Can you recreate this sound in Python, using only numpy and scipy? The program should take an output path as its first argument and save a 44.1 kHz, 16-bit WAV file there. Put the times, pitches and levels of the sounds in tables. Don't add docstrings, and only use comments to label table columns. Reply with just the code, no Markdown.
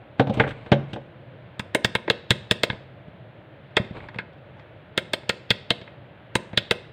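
import sys
import numpy as np
from scipy import signal
from scipy.fft import rfft, irfft, next_fast_len
from scipy.io import wavfile
from scipy.ndimage import uniform_filter1d

SR = 44100
rng = np.random.default_rng(int(sys.argv[2]) if len(sys.argv) > 2 else 0)


def to_linear_factor(level_db):
    exponent = np.asarray(level_db, float) / 20
    return 10 ** exponent


def inscribe(sig):
    pcm = np.round(np.clip(np.atleast_2d(sig).T, -1, 1) * 32767)
    wavfile.write(sys.argv[1], SR, pcm.astype(np.int16))


N = 305375

# start_s, snap_peak_db, weight_db, softness_db,
# crispness_db (of the tick)
DETENTS = [(1.5942, -21, 10.5, 6, 4), (1.7471, -10.5, -1, 5, 6), (1.8454, -5, 2.5, -1.5, 4),
           (1.9508, -11, 3.5, 5.5, 0), (2.0773, -33.5, -14.5, 19, -12.5), (2.0992, -4, -3.5, -3, -4.5),
           (2.3052, -2, 4, -3.5, -0.5), (2.51, -1, -1, -6.5, -1), (2.633, -5.5, -4, -1, 3),
           (2.6991, -15, 0.5, 3.5, -39.5), (3.7672, -9, -1, 6, -3.5), (4.9761, -6.5, -3, -4.5, 3),
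           (5.1337, -12, -2.5, 1, 6), (5.2929, -9, 0, 0, 5), (5.5043, -4, 0, -4.5, -3),
           (5.7041, -5, 0, -2.5, -2.5), (6.353, -10, 6.5, 8, 7.5), (6.5738, -1.5, -5, -10.5, -8),
           (6.7093, -4.5, -2.5, -3, 0.8)]
# start_s, click_peak_db, weight_db, softness_db
TOUCHES = [(2.7279, -39, 12.5, 9), (3.0794, -57, 25, 12.5), (3.7094, -59.5, 9, 15.5),
           (3.7974, -39.5, 27, -9), (3.8477, -38, 2, -9), (3.907, -57, 35, 8), (3.9678, -49, -10, 12.5),
           (4.0026, -47, -16, 10.5), (4.0394, -57, 11, 22), (4.0856, -43, 0, 16), (4.1434, -43.5, 5, 13.5),
           (4.1587, -44.5, 18.5, 7), (4.1859, -25, -6, 7.5), (4.3324, -53, -10, -6),
           (4.3824, -57.5, 8, 0.5), (4.594, -50, -3, 11.5), (5.2313, -50.5, 11, 14.5),
           (5.8138, -36.5, 2.5, 1), (5.875, -48, -8, 15), (6.5306, -40.5, 16, 12)]
# pitch_hz, level_db, t60_s (time to fall by 60 dB)
CASE_MODES = [(129.8, -10.5, 0.08), (196.9, 0, 0.032), (347, 2, 0.021), (475.3, 2.5, 0.021),
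              (606, 1, 0.024), (695, -2, 0.015), (1260, -7, 0.018), (1415, -8, 0.044), (1616, 0, 0.013),
              (1915, -2.5, 0.03), (2114, 1, 0.045), (2220, 2.5, 0.011), (2548, -4, 0.025),
              (2722, -2.5, 0.036), (3100, 0, .015), (3459, 6, 0.0058), (3875, 0.5, 0.011),
              (4370, 0.5, 0.0034), (4940, -6, 0.0053), (4830, -11.5, 0.018), (5200, -10, 0.0041),
              (6100, -7, 0.0071), (7170, -5.5, 0.0031), (8430, -14, 0.014), (8130, -3.5, 0.0031),
              (8860, -3.5, 0.0043), (10600, -13.5, 0.0017), (11600, -12.5, .002), (14300, -4, 0.0011),
              (14200, -18.5, .003)]
PLASTIC_CYCLES = 34


def rms_one(x):
    return x / np.sqrt(np.mean(x ** 2) + 1e-20)


def at_hz(points, hz):
    points_hz, points_value = np.array(points).T
    return np.interp(np.log(hz), np.log(points_hz), points_value)


def coloured(x, spectrum):
    size = next_fast_len(len(x))
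    hz = np.arange(size // 2 + 1) * SR / size + 1
    return irfft(rfft(x, size) * to_linear_factor(at_hz(spectrum, hz)), size)[:len(x)]


def band_pass(x, order, edges_hz):
    return signal.sosfilt(signal.butter(order, edges_hz, "band", fs=SR, output="sos"), x)


def drift(rate):
    knots = rng.standard_normal(400)
    return np.interp(np.arange(N) / SR * rate, np.arange(400), knots)


def ring(push, hz, t60):
    r = to_linear_factor(-60 / (t60 * SR))
    w = 2 * np.pi * hz / SR
    return signal.lfilter([0, np.sin(w)], [1, -2 * r * np.cos(w), r * r], push)


def answered(events, answer):
    events, answer = np.array(events), np.array(answer)
    levels_db = answer[:, 0] + events[:, 2:] @ answer[:, 1:].T
    return np.hstack([events[:, :2], levels_db])


def blows(events, modes, most_cycles, rise_s, rattle_s, chatter_s, chatter_db, slide_db, push_s, shake_db):
    part_edges_hz = [65, 300, 1200, 2600, 4800, 17000]
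    events = np.array(events)
    count, size = len(events), SR // 2
    lead, span = 1024, 4096
    t = (np.arange(span) - lead) / SR
    after = np.maximum(t, 0)
    dying = np.exp(-after / rattle_s) + to_linear_factor(chatter_db) * np.exp(-after / chatter_s)
    shape = (1 - np.exp(-after / rise_s)) * dying
    slide = (t < 0) * to_linear_factor(slide_db) * np.exp(np.minimum(t, 0) / 0.0045)

    draws = rng.random((count, 2, span))
    happens, strike = draws[:, 0] < 0.3, draws[:, 1] - 0.5
    rattle = rfft(happens * strike * shape)
    rattle = irfft(rattle / np.sqrt(uniform_filter1d(np.abs(rattle) ** 2, size=21)), span)
    rattle = rattle / np.abs(rattle).max(axis=1, keepdims=True)
    contacts = np.full((count, size), 1e-18)
    contacts[:, :span] = rattle * (t >= 0) + uniform_filter1d(strike, size=5) * slide
    push = np.full((count, size), 1e-18)
    push[:, :span] = -np.sin(np.pi * np.clip(t / push_s, 0, 1)) ** 2
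    push += to_linear_factor(shake_db) * contacts

    strength_db = rng.normal(0, 2, (count, 32))
    parts = np.zeros((5, count, size))
    for k, (hz, level_db, t60) in enumerate(modes):
        part = np.searchsorted(part_edges_hz, hz) - 1
        rung = ring(contacts if part else push, hz, min(t60, most_cycles / hz))
        sign = (-1) ** k if part else 1
        parts[part] += sign * to_linear_factor(level_db + strength_db[:, k:k + 1]) * rung
    for k, edges_hz in enumerate(zip(part_edges_hz, part_edges_hz[1:])):
        parts[k] = band_pass(parts[k], 1, edges_hz)

    against_click_db = np.insert(events[:, 2:], 3, 0, axis=1).T
    peaks = to_linear_factor(events[:, 1] + against_click_db)[:, :, None]
    sounds = (parts * peaks / np.abs(parts).max(axis=2, keepdims=True)).sum(axis=0)
    out = np.zeros(N + size)
    for start_s, sound in zip(events[:, 0], sounds):
        first = round(start_s * SR) - lead
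        out[first:first + size] += sound
    return out[:N]


def rumble():
    # pitch_hz, level_db (per Hz)
    rumble_colour = [(20, -35), (50, -18.5), (125, 1), (165, -6), (250, -15.5), (310, -11), (410, -15.5),
                     (590, -8.5), (720, -16), (1150, -23.5), (1550, -21), (3400, -30.5), (4100, -39.5),
                     (5000, -55), (8000, -100)]
    rest = rms_one(coloured(rng.standard_normal(N), rumble_colour))
    out = 0
    for hz in (260, 1000, 3300):
        low = signal.sosfiltfilt(signal.butter(2, hz, fs=SR, output="sos"), rest)
        out = out + low * to_linear_factor(1.1 * drift(5))
        rest = rest - low
    return to_linear_factor(-45.5) * (out + rest * to_linear_factor(1.8 * drift(4)))


def rubbing():
    # start_s, length_s, level_db, dull_share_db
    rub_strokes = [(0.178, 0.05, -31.5, -3.5), (0.318, 0.49, -28, -3.5), (0.585, 0.21, -46, -2),
                   (0.75, 0.135, -45, 6.5), (0.855, 0.29, -45, -6), (2.698, 0.1, -41.5, -1),
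                   (3.76, 0.19, -51, 5), (3.926, 0.18, -37.5, -1.5), (4.103, 0.16, -53, 5),
                   (4.55, 0.27, -58, 9)]
    # pitch_hz, level_db (per Hz)
    rub_colour = [(100, 12), (300, -7), (900, -37), (2200, -2.5), (4200, -16), (5500, -30.5), (8500, -32),
                  (12000, -67)]
    ease_s, fade_db_per_s = 0.043, 78
    t = np.arange(N) / SR
    unevenness_db = 3.5 * np.minimum(rng.exponential(1, N), 5) + 2.5 * drift(55)
    slips = rng.standard_normal(N) * to_linear_factor(unevenness_db)
    bright = rms_one(coloured(slips, rub_colour))
    dull = rms_one(band_pass(slips, 2, [150, 1000]))
    out = np.zeros(N)
    for start_s, length_s, level_db, dull_db in rub_strokes:
        ease = np.clip(np.minimum(t - start_s, start_s + length_s - t) / ease_s, 0, 1)
        fading_db = level_db - fade_db_per_s * np.maximum(t - start_s, 0)
        out += ease * to_linear_factor(fading_db) * (bright + to_linear_factor(dull_db) * dull)
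    return out


def bench_knocks():
    # start_s, click_peak_db, weight_db, softness_db
    knocks = [(0.195, -19.5, 13, 8.5), (0.2697, -36.5, 17.5, 2.5), (0.2952, -34, 22.5, -5),
              (0.3387, -37, -7, -15), (0.3711, -37, 22.5, -7), (0.397, -18.5, 10, 12.5),
              (0.4363, -41.5, 11.5, 26.5), (0.4643, -43.5, 19.5, 16), (0.4754, -38, -6, 13.5),
              (0.4889, -35, 2, -12), (0.5063, -36, -1, 8.5), (0.6609, -43.5, 8.5, 9),
              (0.717, -16.5, 14.5, 3.5), (0.931, -31, 6.5, -2), (0.9582, -44, 17, 13)]
    # pitch_hz, level_db, t60_s
    bench_modes = [(90, -45, .12), (137.8, -3, 0.37), (183, 2.5, 0.054), (214, 2.5, 0.12),
                   (269, -1.5, 0.12), (319.6, -5.5, 0.046), (460, -6, 0.055), (536.4, -5.5, 0.065),
                   (572, -2, 0.043), (780, -0.5, 0.019), (885, -5.5, 0.034), (966, -6, 0.01),
                   (1245, -1.5, 0.01), (1300, -3.5, 0.011), (1535, 11, 0.0074), (2130, 3, 0.014),
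                   (2400, 4, 0.006), (2990, -4, 0.0036), (3360, -13, 0.019), (3450, -4, 0.0041),
                   (3920, -30, 0.015), (5070, -11, .005), (6300, 8, 0.0029), (7300, -16, .005),
                   (8000, 13, 0.0024), (9300, -16, .004), (11100, -9, .002), (14200, -21, 0.0024)]
    # level_db (against the click), share_of_weight, share_of_softness
    bench_answer = [
        (2, 0.9, -0.15),
        (-1, 0.85, 0.41),
        (1, -0.069, 0.93),
        (-18, -0.75, -0.24),
    ]
    steel_cycles = 75
    bench = blows(answered(knocks, bench_answer), bench_modes, steel_cycles, rise_s=0.00079, rattle_s=0.0046,
                  chatter_s=0.013, chatter_db=-4, slide_db=-30, push_s=0.0006, shake_db=0.5)
    return signal.sosfilt(signal.butter(3, 80, "high", fs=SR, output="sos"), bench)


def dial_clicks():
    # level_db (against the click), share_of_weight, share_of_softness, share_of_crispness
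    dial_answer = [
        (-11.5, 1, 0.12, -0.15),
        (-6.5, -0.83, 0.93, 0.26),
        (-2.5, -0.16, 0.71, -0.033),
        (-14, 0, 0.016, 0.95),
    ]
    return blows(answered(DETENTS, dial_answer), CASE_MODES, PLASTIC_CYCLES, rise_s=0.00073, rattle_s=0.00059,
                 chatter_s=0.0062, chatter_db=-18.5, slide_db=-25.0, push_s=0.0012, shake_db=1)


def back_cover():
    # pitch_hz, level_db, t60_s
    cover_modes = [(899, 4.5, 0.031), (1027, 3.5, 0.031), (1170, 0, 0.0066)]
    lag_s, cover_db, soft_share = 0.0012, -15.5, 1.31
    taps = np.full(N, 1e-18)
    for start_s, snap_db, _, soft_db, *_ in DETENTS + TOUCHES:
        taps[round((start_s + lag_s) * SR)] = to_linear_factor(snap_db + cover_db + soft_share * soft_db)
    taps = np.convolve(taps, np.hanning(30) / 14.5)[:N]
    out = np.zeros(N)
    for k, (hz, level_db, t60) in enumerate(cover_modes):
        out += (-1) ** k * to_linear_factor(level_db) * ring(taps, hz, t60)
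    return out


def finger_touches():
    # level_db (against the click), share_of_weight, share_of_softness
    finger_answer = [
        (-1.5, 1, 0.067),
        (-3, 0.63, 0.17),
        (-2, -0.25, 1),
        (-26, 0.17, 0.22),
    ]
    return blows(answered(TOUCHES, finger_answer), CASE_MODES, PLASTIC_CYCLES, rise_s=0.00014, rattle_s=0.00089,
                 chatter_s=0.01, chatter_db=-12, slide_db=-52, push_s=0.0028, shake_db=0.0)


def room(x):
    # pitch_hz, level_db
    room_colour = [(100, 2), (500, 2.5), (1200, -4), (2500, -5.5), (3500, -9), (4700, -4.5), (5700, -8),
                   (8500, -10), (11000, -2.5), (15000, -8)]
    # pitch_hz, t60_s
    room_t60 = [(100, 0.46), (600, 0.37), (3000, 0.53), (8000, 0.42), (11000, 0.23), (15000, 0.15)]
    t = np.arange(SR // 2) / SR
    tail = 0
    edges_hz = 70 * 2 ** np.arange(0, 8.1, 0.5)
    for low, high in zip(edges_hz, edges_hz[1:]):
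        hz = np.sqrt(low * high)
        echoes = band_pass(rng.standard_normal(len(t)), 2, [low, high])
        tail = tail + echoes * to_linear_factor(at_hz(room_colour, hz) - 60 * t / at_hz(room_t60, hz))
    tail = tail * np.clip(t / 0.0028, 0, 1)
    return signal.fftconvolve(x, tail / np.sqrt(np.sum(tail ** 2)))[:N]


def scene():
    near = rubbing() + bench_knocks() + dial_clicks() + back_cover() + finger_touches()
    return (near + to_linear_factor(-20.5) * room(near) + rumble())[None]


def band_limit(x):
    return signal.sosfilt(signal.butter(12, 16620, fs=SR, output="sos"), x)


def record(dry):
    heard = signal.sosfilt(signal.butter(2, 45, "high", fs=SR, output="sos"), dry)
    heard = 1.3 * np.tanh(heard / 1.3)
    heard = heard + to_linear_factor(-87) * rng.standard_normal(dry.shape)
    heard = signal.sosfilt(signal.cheby1(8, 1, 15750, "low", fs=SR, output="sos"), heard)
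    return band_limit(heard)


dry = scene()
out = record(dry)
inscribe(out)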